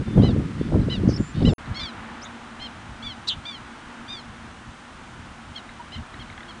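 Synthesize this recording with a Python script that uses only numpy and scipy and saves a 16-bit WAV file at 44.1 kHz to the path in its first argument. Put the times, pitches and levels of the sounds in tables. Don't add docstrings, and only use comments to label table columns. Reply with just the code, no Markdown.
import sys
import numpy as np
from scipy import signal
from scipy.fft import rfft, irfft, next_fast_len
from scipy.io import wavfile
from scipy.ndimage import map_coordinates

SR = 44100
rng = np.random.default_rng(int(sys.argv[2]) if len(sys.argv) > 2 else 0)


def inscribe(sig):
    pcm = np.round(np.clip(np.atleast_2d(sig).T, -1, 1) * 32767)
    wavfile.write(sys.argv[1], SR, pcm.astype(np.int16))


N = 291060

# (start [s], hold [s], fall [s], nominal pitch [Hz], level [dB], throat peak [Hz])
NASAL_CALLS = [(0.217, 0.049, 0.068, 1008, -33, 3560), (0.568, 0.11, 0.028, 880, -52.5, 3500),
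               (0.805, .01, 0.035, 1080, -50, 4300), (0.896, 0.023, .074, 1021, -28, 3320),
               (1.335, 0.089, 0.04, 745, -48, 3620), (1.449, 0.016, 0.063, 1032, -25, 3420),
               (1.743, 0.031, 0.1, 1104, -30.5, 4060), (1.787, 0.044, 0.086, 1193, -28, 3630),
               (2.595, 0.064, .036, 1058, -33.5, 3400), (3.023, 0.034, 0.097, 1178, -30, 3390),
               (3.451, 0.025, 0.12, 1210, -29.5, 3380), (4.078, 0.049, 0.1, 1226, -32.5, 3750),
               (5.548, .022, .042, 1090, -33.5, 3500), (5.918, 0.021, 0.038, 1050, -33.5, 3400),
               (5.95, 0.015, .036, 1068, -35, 2900), (6.188, 0.019, .04, 1100, -37.5, 3150),
               (6.478, 0.015, .04, 1130, -37.5, 3340)]
# (offset from peak [Hz], gain [dB])
THROAT_RESPONSE = [(-2000, -10), (-1200, -14), (-500, -0.5), (-12, -2), (692, -5.5), (1498, -17.5),
                   (2800, -28), (5995, -43)]
# (start [s], length [s], start pitch [Hz], end pitch [Hz], level [dB], warble depth [Hz])
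WHISTLED_NOTES = [(.06, .13, 3560, 3530, -50.5, 10), (.18, .055, 3320, 3120, -46.5, 10),
                  (1.082, 0.051, 5720, 5050, -40, 900), (1.129, .03, 5220, 5280, -37, 250),
                  (1.16, 0.012, 5370, 5500, -31, 50), (1.169, 0.014, 4500, 5150, -40.5, 400),
                  (1.177, .15, 7150, 7310, -49.5, 120), (1.43, 0.15, 5280, 5200, -49, 60),
                  (1.45, 0.13, 7300, 7350, -51, 50), (2.215, .04, 4600, 7250, -40, 150),
                  (2.248, 0.028, 3600, 3760, -40.5, 250), (5.792, 0.029, 943, 974, -34.5, 15)]
# (time [s], wind strength [dB])
GUST_STRENGTH = [(0.0, -18), (0.042, -40), (0.08, -19.5), (0.102, -28), (0.19, -12), (0.57, -29),
                 (0.612, -21.5), (0.642, -28.5), (0.758, -16), (0.962, -26), (1.09, -16), (1.154, -27.5),
                 (1.21, -14.5), (1.248, -39), (1.332, -33), (1.38, -20.5), (1.478, -13.5), (1.53, -14.5)]
# (time [s], peak [dB], centre [Hz])
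EDDY_THUMPS = [(.077, -23, 245), (0.201, -0.5, 196), (.236, -5, 318), (.364, -13, 297), (.614, -10, 260),
               (.724, -16, 450), (.758, -6, 263), (.886, -13, 330), (1.036, -12, 250), (1.079, -0.5, 162),
               (1.092, -9.5, 320), (1.206, -10.5, 200), (1.45, -5, 187)]
# (time [s], level [dB])
AIR_PUFFS = [(1.71, -30), (2.0, -42), (3.07, -39), (3.38, -42.5), (4.28, -41.5), (4.45, -45), (4.68, -39.5),
             (5.5, -47), (5.97, -33.5)]
# (time [s], level [dB])
TICK_EVENTS = [(1.6587, -34.5), (5.6915, -33), (6.1413, -32), (6.2997, -32), (6.326, -36), (6.3777, -30.5),
               (6.4054, -31), (6.432, -32.5)]
# (frequency [Hz], gain [dB], T60 [s])
TICK_RESONANCES = [(1640, 0.5, 0.019), (2020, 4, 0.016), (3710, -2, 0.016)]
# (time [s], relative level [dB])
VALLEY_LEVEL = [(1.6, -42.5), (1.99, -41.5), (2.95, -44.5), (3.99, -44), (4.69, -46), (5.99, -45),
                (6.6, -44.5)]
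# (time [s], relative level [dB])
HUM_LEVEL = [(1.6, -47.5), (3.0, -46.5), (4.2, -49.5), (4.9, -66.5), (5.7, -51), (6.6, -54)]

# (frequency [Hz], density [dB])
BUFFET_SPECTRUM = [(25, -9), (45, -2), (100, 2), (160, 3), (230, 0.5), (315, -5), (400, -16.5),
                   (500, -19.5)]
# (frequency [Hz], density [dB])
FLUTTER_SPECTRUM = [(250, -12), (370, 2.5), (500, -3.5), (650, -7.5), (900, -15), (1500, -28), (3000, -51)]
# (frequency [Hz], density [dB])
GRASS_SPECTRUM = [(300, -19), (900, -1), (1300, 2.5), (2000, -2.5), (3500, -13.5), (5000, -17), (7000, -34),
                  (10000, -27)]
# (frequency [Hz], density [dB])
BREEZE_SPECTRUM = [(13, -42), (22, -6.5), (75, 0), (124, -1.5), (199, -9.5), (227, -6.5), (260, -8),
                   (340, -34), (570, -120)]
# (frequency [Hz], density [dB])
VALLEY_SPECTRUM = [(120, -22), (200, -8), (215, -8.5), (232, -1.5), (259, -11), (361, -11.5), (419, -20.5),
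                   (462, -15.5), (536, -17), (815, -11.5), (888, -12), (1440, -11), (3800, -28.5),
                   (4940, -36.5), (8360, -120)]
# (frequency [Hz], density [dB])
HISS_SPECTRUM = [(1760, -14), (3000, 1), (4540, -7.5), (6090, -7), (9450, -12.5), (10300, -15.5),
                 (10500, -43), (13600, -72), (22000, -120)]
# (frequency [Hz], density [dB])
HUM_SPECTRUM = [(205, -32), (226, -13), (234, -6.5), (243, -20), (275, -19.5), (310, -33)]
# (frequency [Hz], density [dB])
RASP_SPECTRUM = [(3000, 0), (4500, -1.5), (7000, -3.5), (9500, -23)]

DROPOUT_START_S, DROPOUT_END_S = 1.535, 1.583


def nasal_calls(scoop=.152, scoop_s=.00775, sink=.235, swell_s=.012, fade_db=18.5, release_s=.021):
    out, time = np.zeros(N), clock()
    waver, tremble, scrape = wobble(350), wobble(140), wobble(1000)
    drift = 1 + .005 * wobble(70)
    harmonics = np.arange(2, 10)[:, None]
    for start_s, hold_s, fall_s, nominal_hz, level_db, throat_hz in NASAL_CALLS:
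        span = slice(int(start_s * SR), int((start_s + hold_s + fall_s) * SR))
        t = time[span] - start_s
        fall = np.clip((t - hold_s) / fall_s, 0, 1)
        rasp = .25 * (1000 / nominal_hz) ** 4
        arch = 1 - scoop * np.exp(-t / scoop_s) - sink * fall ** 1.35
        jitter = 1 + (.003 + .022 * rasp) * waver[span]
        pitch_hz = nominal_hz * arch * drift[span] * jitter
        peak_hz = throat_hz + 350 * fall ** 2
        throat = amp(np.interp(harmonics * pitch_hz - peak_hz, *np.transpose(THROAT_RESPONSE)))
        flicker = amp(1.5 * np.array([wobble(82, t) for _ in harmonics]))
        phase = 2 * np.pi * np.cumsum(pitch_hz) / SR
        stack = np.sum(throat * flicker * np.sin(harmonics * phase), axis=0)
        effort = amp(level_db - 12 * np.exp(-t / swell_s) - fade_db * fall ** 1.39 + 2 * tremble[span])
        uneven_cycles = 1 + .99 * rasp * scrape[span]
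        edges = np.minimum(t / .0034, 1) * np.clip((hold_s + fall_s - t) / release_s, 0, 1)
        out[span] += effort * uneven_cycles * stack * edges
    return out


def sharp_chip(start_s=3.271, attack_s=.01994, length_s=.082, release_s=.023, level_db=-18.5,
               low_hz=3290, high_hz=4180, settle_s=.009, decay_db_per_s=243):
    t = np.maximum(clock() - start_s, 0)
    rise = np.minimum(t / attack_s, 1)
    after_s = np.maximum(t - attack_s, 0)
    lift = (1 - (1 - rise) ** 3) * np.exp(-after_s / settle_s)
    pitch_hz = low_hz + (high_hz - low_hz) * lift
    envelope = rise * amp(level_db - decay_db_per_s * after_s) * np.clip((length_s - t) / release_s, 0, 1)
    strain = np.clip((attack_s + .0019 - t) / .0052, 0, 1)
    tone = warbled_tone(t, pitch_hz, 400 * rise, rate_hz=177, rough=.012 + .075 * strain, overtone_db=-25)
    rasp = amp(level_db - 16) * np.sqrt(rise) * strain * noise(RASP_SPECTRUM)
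    return envelope * tone + rasp


def whistled_notes(crest_share=.45, fade_db=6.5):
    out = np.zeros(N + SR)
    for start_s, length_s, start_hz, end_hz, level_db, depth_hz in WHISTLED_NOTES:
        t = np.arange(int(length_s * SR)) / SR
        off_crest = np.interp(t / length_s, [0, crest_share, 1], [1, 0, 1])
        envelope = amp(level_db - fade_db * off_crest ** 2) * gate(t, 0, length_s, .0022)
        pitch_hz = start_hz + (end_hz - start_hz) * t / length_s
        tone = warbled_tone(t, pitch_hz, depth_hz, rate_hz=127, rough=.019, overtone_db=-31)
        out[round(start_s * SR):][:len(t)] += envelope * tone
    return out[:N]


def warbled_tone(t, pitch_hz, depth_hz, rate_hz, rough, overtone_db, skew=.57):
    turn = 2 * np.pi * rate_hz * t + .25 * wobble(54, t)
    warble = np.sin(turn - skew * np.sin(turn))
    jitter = 1 + rough * wobble(2500, t)
    phase = 2 * np.pi * np.cumsum((pitch_hz + depth_hz * warble) * jitter) / SR
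    gain = amp(-2 * warble) * (1 + 3 * rough * wobble(900, t))
    return gain * (np.sin(phase) + amp(overtone_db) * np.sin(2 * phase))


def gusts(lump_db=2.3, flicker_db=4.5, flutter_slope=1.62):
    wind_db = curve(GUST_STRENGTH)
    buffet = amp(wind_db - 1.5) * noise(BUFFET_SPECTRUM)
    bursts = unit(amp(flicker_db * wobble(130)))
    flutter = amp(-31.5 + flutter_slope * (wind_db + 16)) * bursts * noise(FLUTTER_SPECTRUM)
    lumps = unit(amp(lump_db * wobble(44.72)))
    return lumps * (buffet + flutter)


def eddies():
    out = np.zeros(N)
    for time_s, peak_db, centre_hz in EDDY_THUMPS:
        u = np.pi * centre_hz * (clock() - time_s)
        out += amp(peak_db) * (1 - 2 * u ** 2) * np.exp(-np.minimum(u ** 2, 50))
    return out


def breeze(sway_db=2.3, flicker_db=2.9, puff_s=.027):
    puffs = sum(amp(db) * np.exp(-((clock() - time_s) / puff_s) ** 2) for time_s, db in AIR_PUFFS)
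    flow = amp(-48 + sway_db * wobble(3.07))
    return (flow + puffs) * amp(flicker_db * wobble(20)) * noise(BREEZE_SPECTRUM)


def ticks(detune=.073, attack_s=.0011):
    out, t = np.zeros(N + SR), np.arange(SR // 20) / SR
    for time_s, level_db in TICK_EVENTS:
        ring = np.zeros(len(t))
        for mode_hz, gain_db, t60_s in TICK_RESONANCES:
            detuned_hz = mode_hz * (1 + detune * rng.normal())
            ring += amp(gain_db - 60 * t / t60_s) * np.sin(2 * np.pi * detuned_hz * t)
        out[round(time_s * SR):][:len(t)] += amp(level_db) * ring * (1 - np.exp(-t / attack_s))
    return out[:N]


def grass_rustle(level_db=-45):
    return amp(level_db) * noise(GRASS_SPECTRUM)


def valley_wash(gain_db=1.5, sway_db=.48):
    return amp(curve(VALLEY_LEVEL) + gain_db + sway_db * wobble(9.4)) * noise(VALLEY_SPECTRUM)


def far_hum(gain_db=-2):
    return amp(curve(HUM_LEVEL) + gain_db) * noise(HUM_SPECTRUM)


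def ground_scatter(x, wet_db=-25, t60_s=.3, delay_s=.004):
    t = np.arange(SR // 2) / SR
    tail = rng.standard_normal(len(t)) * amp(-60 * t / t60_s) * (t > delay_s)
    return x + amp(wet_db) * signal.fftconvolve(x, tail / np.linalg.norm(tail))[:N]


def amp(db):
    return 10 ** (np.asarray(db) / 20)


def unit(x):
    return x / np.sqrt(np.mean(x ** 2) + 1e-20)


def clock():
    return np.arange(N) / SR


def curve(rows):
    return np.interp(clock(), *np.transpose(rows))


def wobble(rate_hz, t=None):
    knots = rng.standard_normal(int(N * rate_hz / SR) + 4)
    return map_coordinates(knots, [(clock() if t is None else t) * rate_hz])


def gate(t, start_s, end_s, edge_s):
    return np.clip(np.minimum(t - start_s, end_s - t) / edge_s, 0, 1)


def filtered(x, response):
    size = next_fast_len(N + SR // 2)
    return irfft(rfft(x, size) * response(np.fft.rfftfreq(size, 1 / SR)), size)[:N]


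def noise(spectrum):
    hz, db = np.transpose(spectrum)
    log_hz = np.log(np.r_[hz[0] / 2, hz, hz[-1] * 2])
    db = np.r_[db[0] - 40, db, db[-1] - 40]
    return unit(filtered(rng.standard_normal(N), lambda f: amp(np.interp(np.log(f + 1), log_hz, db))))


def scene():
    gusty = gusts() + grass_rustle()
    calm = breeze() + valley_wash() + far_hum()
    air = np.where(clock() < DROPOUT_START_S, gusty, calm)
    foreground = ground_scatter(nasal_calls() + sharp_chip() + whistled_notes() + ticks())
    hiss = amp(-55) * noise(HISS_SPECTRUM)
    return (foreground + air + eddies() + hiss)[None]


def record(dry, ceiling=.85, cutoff_hz=10100):
    clipped = dry[0] / (1 + np.abs(dry[0] / ceiling) ** 4) ** .25
    dropout = gate(clock(), DROPOUT_START_S, DROPOUT_END_S, .001)
    return filtered(clipped * (1 - dropout), lambda hz: hz < cutoff_hz)[None]


dry = scene()
out = record(dry)
inscribe(out)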